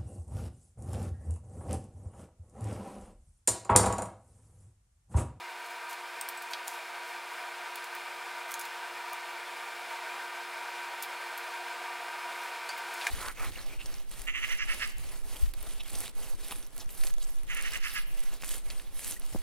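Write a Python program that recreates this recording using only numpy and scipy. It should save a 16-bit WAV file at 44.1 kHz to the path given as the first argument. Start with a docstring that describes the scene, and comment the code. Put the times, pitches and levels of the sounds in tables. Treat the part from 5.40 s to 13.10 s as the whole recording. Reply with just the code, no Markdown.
"""A fan roars and hums steadily in a workshop: its roar is noise shaped by resonances, its hum a
set of sines. This background level creeps up a little, quickly at first. Close by, masking tape is
peeled off a car's sill as a fine crackle of tiny clicks. The loose strip crinkles and snaps in
sharp, ringing bursts. A few harder double taps and a brief rustle of clothes come from the worker.
Both channels are alike."""
import sys
import numpy as np
from scipy import signal
from scipy.fft import rfft, irfft
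from scipy.io import wavfile

SR = 44100
rng = np.random.default_rng(int(sys.argv[2]) if len(sys.argv) > 2 else 0)


def digitize_waveform(pressure):
    """Quantize a signal to 16-bit integers and store it at the path in sys.argv[1].

    Rows of a 2-D input are taken as channels; values are limited to [-1, 1].
    """
    field = np.atleast_2d(pressure).T
    bounded = np.clip(field, -1, 1)
    quanta = np.round(bounded * 32767).astype(np.int16)
    wavfile.write(sys.argv[1], SR, quanta)


N = 339680  # length in samples


def gain_of(db):
    """Turns decibels into a factor."""
    return 10 ** (np.asarray(db) / 20)


def evened(x):
    """Scales a sound to rms 1."""
    return x / np.sqrt(np.mean(x ** 2) + 1e-20)


def read(points, hz):
    """Reads a spectrum's dB at hz, with straight lines between points on a log-frequency axis."""
    f, db = np.transpose(points)
    return np.interp(np.log(hz + 1), np.log(f + 1), db)


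def bump(hz, centre_hz, width_hz):
    """Bell shape of a resonance, height 1; the width is two standard deviations."""
    return np.exp(-2 * ((hz - centre_hz) / width_hz) ** 2)


def add(mix, s, sound):
    """Mixes a sound in at time s (seconds)."""
    part = mix[max(round(s * SR), 0):][:len(sound)]
    part += sound[:len(part)]


def coloured(x, points):
    """Filters x by a spectrum and scales it to rms 1."""
    hz = np.fft.rfftfreq(len(x), 1 / SR)
    spectrum = rfft(x) * gain_of(read(points, hz))
    return evened(irfft(spectrum, len(x)))


def drift(rate_hz):
    """Slow random motion, mostly below rate_hz, rms 1."""
    hz = np.fft.rfftfreq(N, 1 / SR)
    spectrum = rfft(rng.standard_normal(N)) / (1 + (hz / rate_hz) ** 4)
    return evened(irfft(spectrum, N))


def grains(per_s, spread_db):
    """Tiny clicks at random times, rms 1; a larger spread makes their sizes less equal."""
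    size = gain_of(spread_db * np.minimum(rng.exponential(1, N), 4))
    sign = rng.choice([-1, 1], N)
    present = rng.random(N) < per_s / SR
    return evened(size * sign * present)


def fan_air(flutter_db=0.48):
    """Rushing, turbulent air coloured by the housing, with a finely uneven spectrum."""
    # air rushing through the fan, relative spectrum: f/Hz, level/dB (per Hz)
    roar = [(30, -33), (150, -31.5), (240, -25), (320, -17.5), (420, -13.5), (600, -13.5), (800, 0.0),
            (1500, -3.5), (2450, -1.34), (2750, -6.5), (4500, -11.5), (6000, -16.0), (10000, -18),
            (12000, -22), (15500, -24.5)]
    # resonances of the fan's housing and its surroundings: f/Hz, width/Hz, rise/dB
    housing = [(347, 25, 11.2), (418, 43, 5.1), (564, 96, 8.0), (652, 31, 9.9), (712, 59, 11.0),
               (920, 44, 9.9), (975, 59, 8.0), (1102, 29, 4.1), (1189, 27, 10.2), (1232, 20, 8.9),
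               (1325, 29, 5.6), (1395, 48, 7.1), (1548, 125, 11.0), (1730, 56, 4.1), (1826, 47, 5.7),
               (2066, 38, 4.6), (2135, 34, 3.0), (2262, 26, 6.9), (2337, 56, 6.0), (2469, 96, 4.3),
               (3136, 25, 4.2), (3448, 40, 4.2), (3836, 44, 3.6), (4356, 110, 4.2), (5100, 217, 2.0),
               (7580, 205, 1.4), (9614, 108, 5.0)]
    roar_db = -40.5  # rms before the flutter and the background rise
    hz = np.fft.rfftfreq(N, 1 / SR)
    db = read(roar, hz) + sum(rise * bump(hz, f, width) for f, width, rise in housing)
    # fine random unevenness of the spectrum, stronger in the treble
    unevenness = evened(np.convolve(rng.standard_normal(len(hz)), np.hanning(280), "same"))
    db = db + unevenness * np.interp(hz, [1200, 3000], [.4, 1.4])
    air = evened(irfft(rfft(rng.standard_normal(N)) * gain_of(db), N))
    flutter = gain_of(flutter_db * drift(17))
    return gain_of(roar_db) * air * flutter


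def tone(hz, db, flutter):
    """A sine on a pitch curve; moving air makes its strength flutter."""
    turns = np.cumsum(hz) / SR + rng.random()  # random starting phase
    strength = 1 + flutter * drift(8.6)
    return gain_of(db) * evened(strength * np.sin(2 * np.pi * turns))


def fan_hum():
    """Motor tones share one slightly unsteady speed; the magnetic hum is locked to the mains."""
    # levels in these three tables are rms before the background rise
    # tones of the turning motor: multiple of the shaft frequency, level/dB
    motor_tones = [(2, -79.5), (4, -65.5), (6, -60), (12, -67), (22, -63), (24, -60), (28, -67),
                   (30, -68.5), (32, -71), (34, -69.5), (42, -72.5), (44, -67)]
    # magnetic hum: multiple of the mains hum frequency, level/dB
    mains_tones = [(4, -64.5), (8, -50.5), (12, -61.5), (24, -83)]
    # further steady tones of the machine: f/Hz, level/dB, waver/Hz (rms)
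    whine_tones = [(353.9, -60.3, .15), (2123, -60.5, 1.6), (3558, -67, 1.2)]
    mains_hz = 120
    shaft_hz = 117 + .02 * drift(0.98)
    motor = sum(tone(round(k) * shaft_hz, db, flutter=.25) for k, db in motor_tones)
    mains = sum(tone(np.full(N, round(k) * mains_hz), db, flutter=0.18) for k, db in mains_tones)
    whines = sum(tone(hz + waver * drift(2.15), db, flutter=0.04) for hz, db, waver in whine_tones)
    return motor + mains + whines


def background_rise():
    """The background level creeps up as a power of time, quickly at first: a gain per sample."""
    start_db, rise_db, power = -2.5, 1.11, 0.53  # level at the start, gain after one second, shape
    t = np.arange(N) / SR
    return gain_of(start_db + rise_db * t ** power)


def peeling():
    """Threads of glue break one by one, a fine crackle that swells with each pull."""
    # glue letting go, or fingers sliding on tape: t/s, length/s, level/dB
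    peels = [(.235, .048, -54.5), (.292, .04, -55), (0.475, .085, -49.5), (1.092, .068, -51),
             (1.222, 0.2, -53.5), (1.64, .1, -58), (1.88, 0.12, -62), (3.07, .07, -55), (3.19, .09, -58),
             (6.88, .28, -58)]
    # relative spectrum of the crackle: f/Hz, level/dB (per Hz)
    peel_colour = [(100, -45), (500, -32), (2500, -2), (7000, 1.5), (13000, 0), (16000, -8)]
    pull = np.zeros(N)
    for s, length, db in peels:
        swell = signal.windows.tukey(max(round(length * SR), 2), .7)
        add(pull, s, gain_of(db) * swell)
    return pull * coloured(grains(per_s=2800, spread_db=3.5), peel_colour)


def snap(colour, ring_hz, ring_db, ring_width_hz, t60, crumple, size=4096):
    """A sharp release and its dying crumple, rung through a body; energy of 1 ms at rms 1."""
    t = np.arange(size) / SR
    hz = abs(np.fft.fftfreq(size, 1 / SR))
    after = rng.standard_normal(size) * gain_of(-60 * t / max(t60, .002))
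    # a long crumple drowns the first release, which is the single click at t = 0
    drive = crumple * t60 * after / np.linalg.norm(after) + (t == 0)
    log_gain = np.log(gain_of(read(colour, hz) + ring_db * bump(hz, ring_hz, ring_width_hz)))
    # minimum phase: the body rings only after the blow
    body = np.fft.ifft(np.exp(np.conj(signal.hilbert(log_gain)))).real
    sound = signal.fftconvolve(drive, body[:size // 2])
    return sound * np.sqrt(SR / 1000) / np.linalg.norm(sound)


def crinkles(ring_width_hz=800):
    """Creases of stiff paper flip over; each rings the small facet beside it, whose size colours it."""
    # creases flipping over: t/s, level/dB, f/Hz of the facet's ring, ring rise/dB, crumple t60/s
    creases = [(0.8116, -26, 8450, 15, .018), (.888, -26, 13600, 12, 0.022), (.974, -36, 8020, 15, .075),
               (1.021, -35.5, 11600, 4, .06), (1.275, -34, 13000, 7, .03), (1.2805, -27, 6810, 8, .012),
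               (2.357, -32, 10000, 8, .02), (2.4425, -38, 7610, 5, .03), (2.552, -37, 14900, 6, .008),
               (3.1095, -36, 13000, 3, .015), (3.1177, -30, 11200, 6, .025), (3.141, -26, 6800, 13, 0.016),
               (3.194, -29.5, 10700, 7, 0.044), (3.211, -32, 7000, 9, .05), (3.2523, -34.5, 6260, 2, .03),
               (3.7324, -33.5, 13400, 6, .01), (5.6243, -25.5, 13650, 9, 0.063), (5.634, -34, 3800, 8, .05),
               (5.977, -33, 11650, 11, 0.046), (7.379, -37, 15300, 8, .035), (7.54, -37, 12600, 3, .03),
               (7.6765, -34, 7840, 7, .018)]
    # a smaller facet rings higher and sounds thinner; body and air levels hold at facet_hz
    facet_hz = 10000
    facet_body_db, body_db_per_octave = -1.5, -7  # around 3.5 kHz
    facet_air_db, air_db_per_octave = -0.5, 1  # above 11 kHz
    out = np.zeros(N)
    for s, db, ring_hz, ring_db, t60 in creases:
        octaves = np.log2(ring_hz / facet_hz)
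        body_db = facet_body_db + body_db_per_octave * octaves
        air_db = facet_air_db + air_db_per_octave * octaves
        colour = [(60, -55), (300, -28), (1500, body_db - 11), (3500, body_db),
                  (7000, -1.5), (10000, 1.5), (13500, air_db)]
        add(out, s, gain_of(db) * snap(colour, ring_hz, ring_db, ring_width_hz, t60, crumple=90))
    return out


def clothes_rub():
    """Clothes rustle as the worker shifts: equal clicks build to one peak and stop quickly."""
    # relative spectrum of the rustle: f/Hz, level/dB (per Hz)
    shift_colour = [(60, -45), (250, -25), (700, 4), (2500, 1), (5000, -3.5), (10000, -5), (16000, -17)]
    peak_s, peak_db = 7.675, -42.5
    rise_db_per_s, fall_db_per_s = 57, 400
    late_s = np.arange(N) / SR - peak_s
    rub = gain_of(peak_db + np.minimum(rise_db_per_s * late_s, -fall_db_per_s * late_s))
    return rub * coloured(grains(per_s=4000, spread_db=0.0), shift_colour)


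def double_taps():
    """Dull, hard taps of hand and foot; each lands a second time, softer and longer."""
    # first landings: t/s, level/dB, f/Hz of the ring, ring width/Hz, t60/s
    hits = [(1.1346, -28, 3900, 3500, 0.01), (7.29, -29.5, 4670, 500, .06),
            (7.6128, -29.5, 3300, 3200, .045), (7.6685, -19, 2050, 1100, 0.0046)]
    # relative spectrum of a tap: f/Hz, level/dB (per Hz)
    tap_colour = [(60, -52), (250, -27), (700, -4.5), (2300, -3), (3500, -6), (9000, -8), (16000, -22)]
    ring_db = 17
    landings = [(0, 0, 1), (.0018, -1, 2.4)]  # delay in s, level change in dB, t60 stretch
    out = np.zeros(N)
    for s, db, ring_hz, width_hz, t60 in hits:
        for delay_s, softer_db, stretch in landings:
            tap = snap(tap_colour, ring_hz, ring_db, width_hz, t60 * stretch, crumple=130)
            add(out, s + delay_s, gain_of(db + softer_db) * tap)
    return out


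def workshop(x, t60=0.12, wet_db=-9, size=16384):
    """Adds short scattered echoes from the car's side and the floor."""
    t = np.arange(size) / SR
    present = (rng.random(size) < 3000 / SR) * (t > .003)  # about 3000 per second, after 3 ms
    echoes = rng.choice([-1, 1], size) * present * gain_of(-60 * t / t60)
    echoes = echoes / np.linalg.norm(echoes)
    return x + gain_of(wet_db) * signal.fftconvolve(x, echoes)[:N]


def scene():
    """Fan behind, hands in front, alike in both channels."""
    background = background_rise() * (fan_air() + fan_hum())
    worker = workshop(peeling() + crinkles() + clothes_rub() + double_taps())
    mono = background + worker
    return np.array([mono, mono])


def record(dry):
    """Cuts the highest treble with a steep low-pass filter."""
    edge_hz = 15850
    low_pass = signal.firwin(701, edge_hz, window=("kaiser", 7), fs=SR)
    return signal.oaconvolve(dry, low_pass[None], "same")


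dry = scene()
out = record(dry)
digitize_waveform(out)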